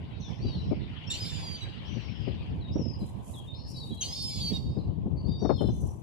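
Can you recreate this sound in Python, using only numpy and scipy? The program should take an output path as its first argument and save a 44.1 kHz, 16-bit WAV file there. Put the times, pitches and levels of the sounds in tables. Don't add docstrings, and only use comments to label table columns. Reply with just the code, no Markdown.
import sys
import numpy as np
from scipy import signal
from scipy.fft import rfft, irfft, next_fast_len
from scipy.io import wavfile
from scipy.ndimage import uniform_filter1d

SR = 44100
rng = np.random.default_rng(int(sys.argv[2]) if len(sys.argv) > 2 else 0)


def generate_wav(signal):
    frames = np.transpose(np.atleast_2d(signal))
    scaled = np.clip(frames, -1, 1) * 32767
    pcm = np.round(scaled).astype(np.int16)
    wavfile.write(sys.argv[1], SR, pcm)


N = 265482
TIME = np.arange(N) / SR

# time in seconds, rumble level in dB before the overall trim,
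# left-right difference in dB.
WIND_PRESSURE = [(0, -39, 3), (0.35, -37.5, -16.5), (0.45, -32, 2), (0.75, -31.5, -6), (1.0, -41.5, -9.5),
                 (1.3, -36.5, -8), (1.78, -41.5, -10), (1.97, -35.5, 33), (2.4, -34.5, 5), (2.85, -33, -5),
                 (3.3, -43, -9), (3.75, -39.5, -0.5), (4.15, -42.5, -1.5), (4.52, -32.5, -4.5),
                 (4.9, -31.5, 8), (5.5, -29.5, 10), (5.83, -28.5, 3), (6.02, -43.5, 17)]
# start in seconds, peak level in dB, left-right difference in dB.
WIND_BUFFETS = [(0.441, -28, 17), (0.708, -22.5, 36), (1.958, -28, 33), (2.269, -26, 26),
                (2.753, -24.5, -18), (2.786, -25, 22), (2.852, -28.5, -26), (3.013, -29.5, 28),
                (3.903, -30.5, -24), (4.506, -27.5, -16.5), (4.765, -26, 26), (5.055, -26.5, 11),
                (5.277, -26, 43), (5.416, -24, 32), (5.444, -21, 26), (5.491, -17.5, 27),
                (5.605, -21.5, 37), (5.635, -23.5, 40), (5.68, -24, 37)]
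# frequency in Hz, relative density in dB per Hz.
RUMBLE_SPECTRUM = [(38, -31), (62, -3.5), (115, -4), (180, -10), (400, -25.5), (800, -42)]
SEA_SPECTRUM = [(100, 7), (450, -11.5), (800, -10.5), (1050, -12), (1400, -39), (5000, -46), (8000, -48),
                (14000, -53)]
BACKWASH_SPECTRUM = [(1000, -9), (2100, -2.5), (3000, 4.5), (3900, -6), (4700, -10.5), (7000, -36)]
CRUNCH_SPECTRUM = [(4000, -13), (7000, 6), (11000, 5), (14000, -8.5)]
# start in seconds, length in seconds, level in dB.
FOOTSTEPS = [(3.008, 0.058, -64.5), (3.24, 0.088, -59), (3.678, 0.032, -62.5), (3.766, 0.18, -64.5),
             (4.202, .035, -55.5), (5.577, 0.083, -66), (5.744, 0.05, -64.5), (5.805, 0.06, -61.5)]
# start in seconds, length in seconds, pitch in Hz, scoop as a share
# of pitch, sag as a share per second (negative rises), level in dB before fade and flutter,
# hoarseness as a share of pitch jitter.
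FAR_WHISTLES = [(0.201, 0.12, 6010, 0, 0.9, -57.5, 0.04), (0.328, 0.4, 5800, 0.29, 0.25, -65.5, 0.045),
                (0.415, 0.21, 4995, 0.12, 1.2, -49.5, 0.003), (0.451, 0.11, 4020, 0, 0.84, -54, 0.007),
                (1.074, 0.093, 5630, 0.028, -0.06, -48, 0.004), (1.85, 0.46, 6200, 0.26, 0.59, -61.5, 0.03),
                (2.721, 0.11, 6250, 0.22, 1.37, -52.5, 0.003), (2.816, 0.14, 5307, 0.011, .55, -51, .002),
                (3.476, 0.053, 3686, 0.013, -0.12, -47.5, 0.003),
                (3.54, 0.25, 4130, 0.025, -.85, -57.5, 0.046), (3.55, 0.17, 5580, 0.11, 0.64, -58, 0.004),
                (3.645, 0.077, 5050, 0, -2.0, -55.5, .006), (3.7, 0.065, 5670, 0, 2.05, -53.5, 0.006),
                (3.765, 0.033, 4670, 0.021, 1.3, -42, .003), (3.87, 0.07, 3688, 0, -1.3, -50, 0.003),
                (3.972, 0.073, 4055, 0, 1.1, -48.5, 0.003), (4.7, 0.098, 5120, 0, 0.42, -67.5, 0.0032),
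                (5.168, 0.075, 4500, 0, -0.14, -59.5, 0.003), (5.248, 0.19, 4884, 0.12, 0.38, -51.5, 0.003),
                (5.37, .33, 4560, 0, 0.38, -56.5, .002), (5.282, 0.434, 3796, 0.066, 0.18, -56, 0.0088),
                (5.389, 0.087, 6120, 0.12, 1.05, -57, 0.004), (5.441, 0.26, 5240, 0, 0.075, -60, .002),
                (5.685, 0.23, 6400, 0.14, 0.44, -64, 0.015)]
# start in seconds, length in seconds, pitch slid down to in Hz, slide as a share
# of pitch, level in dB before flutter.
FAR_PEEPS = [(0.104, 0.083, 3770, 0.048, -61.5), (0.219, 0.072, 3416, 0.28, -51.5),
             (2.609, 0.092, 3730, .16, -54.5), (3.003, 0.035, 3930, 0.068, -55),
             (3.338, 0.075, 3240, 0.23, -52), (3.744, 0.041, 3900, 0.055, -49.5),
             (3.803, 0.043, 3750, 0.11, -45.5), (3.911, 0.059, 3267, 0.024, -54.5),
             (4.788, 0.034, 4010, 0.05, -58.5), (5.575, 0.041, 2965, 0.18, -48)]
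# frequency in Hz, left-right difference in dB.
FAR_GULL_PAN = [(3400, 6.5), (4100, 5), (5700, 9)]
# start in seconds, settled pitch in Hz, fundamental level in dB,
# octave level in dB.
OPENING_SQUEAKS = [(1.103, 3560, -32.5, -30), (4.01, 3102, -37, -31.5)]
# start in seconds, length in seconds, starting pitch in Hz,
# level in dB.
CLEAN_NOTES = [(1.087, 0.017, 2720, -44.5), (1.145, 0.023, 3120, -42), (1.203, 0.035, 5040, -34.5),
               (1.35, 0.089, 4780, -49), (1.434, 0.13, 4790, -39.5), (1.613, 0.031, 3950, -40),
               (4.029, 0.029, 4420, -36.5), (4.125, 0.019, 5250, -34), (4.149, 0.091, 4470, -40.5),
               (4.158, .1, 4920, -41), (4.299, 0.092, 4720, -44.5), (4.305, .18, 4130, -49.5),
               (4.403, 0.108, 4600, -34), (4.534, 0.037, 3800, -36.5)]
# time in seconds, lower pitch in Hz,
# upper pitch in Hz, lower level in dB, upper level in dB (both before the balance wanders),
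# rasp level in dB before its filter.
CLOSE_CRIES = [
    [(1.125, 2840, 3940, -44, -39, -39.5), (1.2, 3350, 4784, -59, -51, -45.5),
     (1.26, 3605, 5240, -51, -41, -42.5), (1.31, 3603, 5270, -42, -51, -48),
     (1.4, 3480, 5010, -51.5, -48.5, -47.5), (1.65, 2890, 4290, -58.5, -75, -65)],
    [(4.02, 2800, 4350, -42.5, -48, -38.5), (4.09, 3170, 4884, -52.5, -41.5, -42),
     (4.175, 3678, 5360, -48.5, -48, -45), (4.25, 3600, 5250, -45.5, -38.5, -48.5),
     (4.385, 3440, 5000, -50, -43, -42), (4.58, 2777, 4156, -57.5, -74, -46.5)],
]
# frequency in Hz, filter gain in dB.
RASP_COLOUR = [(1500, -21), (2400, -4.5), (3000, 1), (4600, 9.5), (5400, -3), (6200, -4.5), (7200, -5.5),
               (9000, -5.5), (14000, -13.5)]
# frequency in Hz, filter gain in dB.
LEFT_PORT_SHADE = [(500, 1.5), (2300, 1.5), (4100, -4.5), (7500, -1), (10000, -24.5), (14000, -9)]

WAVE_CREST_S, WAVE_HOLD_S, WAVE_DB = 1.042, 1.234, -50.5
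SWELL_DB_PER_S, DRAIN_DB_PER_S = 18.5, 27
TRICKLE_DB, TRICKLE_FADE_DB_PER_S = -56.5, 3
WHISTLE_SCOOP_S, WHISTLE_FADE_DB = 0.023, 1
SQUEAK_S = 0.024
NOTE_SAG = 0.024
CHAOS_FADE_S = 0.094


def from_db(db):
    return 10 ** (np.asarray(db) / 20)


def rms_one(x):
    return x / np.sqrt(np.mean(x ** 2) + 1e-20)


def panned(pan_db):
    pan_db = np.atleast_1d(pan_db)
    gains = from_db(np.array([pan_db, -pan_db]) / 2)
    return gains / np.sqrt(np.mean(gains ** 2, axis=0))


def in_time(rows, t):
    s, *columns = np.transpose(rows)
    return [np.interp(t, s, c) for c in columns]


def coloured(x, spectrum):
    hz, db = np.transpose(spectrum)
    size = next_fast_len(x.shape[-1])
    f = np.maximum(np.fft.rfftfreq(size, 1 / SR), 1)
    octaves_outside = np.maximum(np.log2(hz[0] / f), 0) + np.maximum(np.log2(f / hz[-1]), 0)
    gain_db = np.interp(np.log(f), np.log(hz), db) - 24 * octaves_outside
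    return irfft(rfft(x, size) * from_db(gain_db), size)[..., :x.shape[-1]]


def noise(spectrum):
    return rms_one(coloured(rng.standard_normal((2, N)), spectrum))


def drift(rate_hz):
    r = np.exp(-2 * np.pi * rate_hz / SR)
    wander = signal.lfilter([1], [1, -2 * r, r * r], rng.standard_normal(N + SR))
    return rms_one(wander[SR:])


def gate(t, start, end, edge_s):
    opening = np.clip(np.minimum(t - start, end - t) / edge_s + .5, 0, 1)
    return np.sin(np.pi / 2 * opening) ** 2


def around(start, end):
    return slice(max(int((start - .02) * SR), 0), int((end + .02) * SR))


def phase_of(hz):
    return 2 * np.pi * np.cumsum(hz) / SR


def tone(phase, level_db):
    return np.sqrt(2) * from_db(level_db) * np.sin(phase)


def beach(x, wet_db, t60_s):
    age = TIME[:SR // 2]
    tail = rng.standard_normal((2, len(age))) * from_db(-60 * age / t60_s)
    tail /= np.sqrt(np.sum(tail ** 2, axis=1, keepdims=True))
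    echo = signal.fftconvolve(x, tail, axes=1)[:, :N]
    return (x + from_db(wet_db) * echo) / np.sqrt(1 + from_db(wet_db) ** 2)


def buffets(rise_s=0.0087, edge_hz=480, brighten=0.069):
    out = np.zeros((2, N))
    age = TIME[:SR // 6]
    burst = age / rise_s * np.exp(1 - age / rise_s)
    whites = rng.standard_normal((len(WIND_BUFFETS), len(age)))
    for (start, db, side_db), white in zip(WIND_BUFFETS, whites):
        top_hz = np.clip(edge_hz * np.exp(brighten * (db + 20.0)), 200, 2000)
        eddy = signal.sosfilt(signal.butter(2, [85, top_hz], "band", fs=SR, output="sos"), white * burst)
        eddy = signal.sosfilt(signal.butter(2, 2 * top_hz, fs=SR, output="sos"), eddy)
        eddy *= np.sqrt(np.sum(burst ** 2) / np.sum(eddy ** 2))
        first = int(start * SR)
        out[:, first:first + len(age)] += (panned(side_db) * from_db(db) * eddy)[:, :N - first]
    return out


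def wind(trim_db=1, lumpy_db=4.5):
    level_db, pan_db = in_time(WIND_PRESSURE, TIME)
    lumps = rms_one(from_db(lumpy_db * np.array([drift(8.3), drift(13.2)])))
    flow = noise(RUMBLE_SPECTRUM) * lumps
    flow /= np.sqrt(uniform_filter1d(flow ** 2, SR // 5, axis=1))
    return from_db(level_db + trim_db) * panned(pan_db) * flow + buffets()


def pebbles(per_s, spread_db, spectrum):
    sizes = from_db(spread_db * np.minimum(rng.exponential(1, (2, N)), 4)) * rng.choice([-1, 1], (2, N))
    strikes = rng.random((2, N)) < per_s / SR
    return rms_one(coloured(sizes * strikes, spectrum))


def patchy(x, patchy_db, rate_hz, count=14):
    log_hz = np.log(np.fft.rfftfreq(N, 1 / SR) + 1)
    place = np.interp(log_hz, np.log([1200, 6000]), [0, count - 1])
    spectrum = rfft(x)
    out = np.zeros_like(x)
    for k in range(count):
        band = irfft(spectrum * np.maximum(1 - np.abs(place - k), 0), N)
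        out += band * from_db(patchy_db * drift(rate_hz))
    return rms_one(out)


def sea(murmur_db=-48):
    swell_db = SWELL_DB_PER_S * np.maximum(WAVE_CREST_S - TIME, 0)
    drain_db = DRAIN_DB_PER_S * np.maximum(TIME - WAVE_CREST_S - WAVE_HOLD_S, 0)
    trickle_db = TRICKLE_DB - TRICKLE_FADE_DB_PER_S * TIME
    flow = np.hypot(from_db(WAVE_DB - swell_db - drain_db), from_db(trickle_db))
    stones = pebbles(per_s=16000, spread_db=3.0, spectrum=BACKWASH_SPECTRUM)
    wash = flow * patchy(stones, patchy_db=4.0, rate_hz=13.5)
    murmur = from_db(murmur_db + 2.32 * drift(6.9)) * noise(SEA_SPECTRUM)
    return panned(pan_db=5.5) * wash + murmur


def footsteps(press_s=0.05, settle_s=0.085):
    power = np.zeros(N)
    for start, length, db in FOOTSTEPS:
        press = np.clip((TIME - start) / press_s + .5, 0, 1)
        settle = np.exp(-np.maximum(TIME - start - length, 0) / settle_s)
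        power += (from_db(db) * press * settle) ** 2
    grains = pebbles(per_s=7000, spread_db=3.5, spectrum=CRUNCH_SPECTRUM)
    return panned(pan_db=-5.0) * np.sqrt(power) * from_db(3.34 * drift(32)) * grains


def whistles(tremble, octave_db=-38):
    out, jitter = np.zeros(N), drift(600)
    for start, length, hz, scoop, sag, db, hoarse in FAR_WHISTLES:
        at = around(start, start + length)
        age = np.maximum(TIME[at] - start, 0)
        glide = (1 - scoop * np.exp(-age / WHISTLE_SCOOP_S)) * np.exp(-sag * age)
        phase = phase_of(hz * (tremble[at] + hoarse * jitter[at]) * glide)
        level_db = db - WHISTLE_FADE_DB * (age / length) ** 2
        voice = tone(phase, level_db) + tone(2 * phase, level_db + octave_db)
        out[at] += gate(TIME[at], start, start + length, edge_s=0.023) * voice
    return out


def peeps(tremble, slide_s=0.017):
    out = np.zeros(N)
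    for start, length, hz, slide, db in FAR_PEEPS:
        at = around(start, start + length)
        age = np.maximum(TIME[at] - start, 0)
        phase = phase_of(hz * tremble[at] * (1 + slide * np.exp(-age / slide_s)))
        out[at] += gate(TIME[at], start, start + length, edge_s=0.009) * tone(phase, db)
    return out


def far_gulls(flutter_db=2):
    tremble = 1 + .006 * drift(30)
    calls = whistles(tremble) + peeps(tremble)
    pan_db = np.interp(np.fft.rfftfreq(N, 1 / SR), *np.transpose(FAR_GULL_PAN))
    return irfft(rfft(calls * from_db(flutter_db * drift(60))) * panned(pan_db), N)


def squeaks(slide=0.0267, slide_s=0.03, rough=0.01, half_db=-24, third_db=-18, rasp_db=-9):
    out, breath, jitter = np.zeros(N), np.zeros(N), drift(350)
    for start, hz, first_db, octave_db in OPENING_SQUEAKS:
        at = around(start, start + SQUEAK_S)
        age = np.maximum(TIME[at] - start, 0)
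        phase = phase_of(hz * (1 + slide * np.exp(-age / slide_s) + rough * jitter[at]))
        voice = tone(phase, first_db) + tone(2 * phase, octave_db)
        voice += tone(3 * phase, first_db + third_db) * (1 + np.cos(phase))
        voice *= 1 + from_db(half_db) * np.cos(phase / 2)
        opening = gate(TIME[at], start, start + SQUEAK_S, edge_s=0.0079)
        out[at] += opening * voice
        breath[at] += opening * from_db(first_db + rasp_db)
    return out + breath * noise(RASP_COLOUR)[0]


def held_notes(rough=0.00081, octave_db=-22, third_db=-27, edge_s=0.021):
    out, jitter = np.zeros(N), drift(220)
    for start, length, hz, db in CLEAN_NOTES:
        at = around(start, start + length)
        age = np.maximum(TIME[at] - start, 0)
        phase = phase_of(hz * (1 - NOTE_SAG * age / length + rough * jitter[at]))
        voice = tone(phase, db) + tone(2 * phase, db + octave_db) + tone(3 * phase, db + third_db)
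        out[at] += gate(TIME[at], start, start + length, edge_s) * voice
    return out


def shattered(upper, quarter_beat, chaos, count=36):
    rungs = np.arange(count)[:, None] - count // 5
    quick, slow = rng.standard_normal((2, count, len(upper)))
    flicker = rms_one(signal.sosfilt(signal.butter(2, 160, fs=SR, output="sos"), quick))
    swell = rms_one(signal.sosfilt(signal.butter(2, 12, fs=SR, output="sos"), slow))
    share = np.clip(chaos * (1 + np.maximum(rungs, 0) / 6), 0, 1)
    strength = (np.sqrt(1 - share ** 2) + share * flicker) * from_db(5 * np.clip(swell, -2, 2))
    start_phase = rng.uniform(0, 2 * np.pi, (count, 1))
    lines = strength * np.sin(upper + rungs * quarter_beat + start_phase)
    return rms_one(np.sum(lines, axis=0))


def close_cries(sum_db=-15, octave_db=-22, lower_octave_db=-3, unsteady_db=2.0):
    out, rasp = np.zeros(N), np.zeros(N)
    waver, rough = .005, .008
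    slow, fast, other, balance = drift(54), drift(350), drift(350), drift(14)
    for cry in CLOSE_CRIES:
        start, end = cry[0][0], cry[-1][0]
        at = around(start, end)
        lower_hz, upper_hz, lower_db, upper_db, rasp_db = in_time(cry, TIME[at])
        chaos = .5 + .9 * np.exp(-((TIME[at] - start) / CHAOS_FADE_S) ** 2)
        upper = phase_of(upper_hz * (1 + waver * slow[at] + rough * chaos * fast[at]))
        lower = phase_of(lower_hz * (1 + waver * slow[at] + rough * chaos * other[at]))
        quarter_beat = phase_of(upper_hz - lower_hz) / 4
        upper_db = upper_db + unsteady_db * balance[at]
        lower_db = lower_db - unsteady_db * balance[at]
        voice = tone(upper, upper_db) + tone(2 * upper, upper_db + octave_db)
        voice += tone(upper + lower, upper_db + sum_db)
        voice += tone(lower, lower_db) + tone(2 * lower, lower_db + lower_octave_db)
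        opening = gate(TIME[at], start, end, edge_s=0.031)
        out[at] += opening * voice
        rasp[at] += opening * from_db(rasp_db) * shattered(upper, quarter_beat, chaos)
    return out + coloured(rasp, RASP_COLOUR)


def from_the_right(x, late_samples=2):
    return np.array([np.roll(x, late_samples), x]) * panned(pan_db=2.0)


def close_gull():
    voice = close_cries() + held_notes() + squeaks()
    left, right = beach(from_the_right(voice), wet_db=-4.0, t60_s=0.13)
    return beach(np.array([coloured(left, LEFT_PORT_SHADE), right]), wet_db=-11, t60_s=.75)


def scene():
    far = beach(far_gulls(), wet_db=-1, t60_s=.45)
    return wind() + sea() + footsteps() + far + close_gull()


def record(dry):
    dry = signal.sosfilt(signal.butter(2, 40, "high", fs=SR, output="sos"), dry)
    return signal.sosfilt(signal.ellip(10, .2, 80, 14100, fs=SR, output="sos"), dry)


dry = scene()
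out = record(dry)
generate_wav(out)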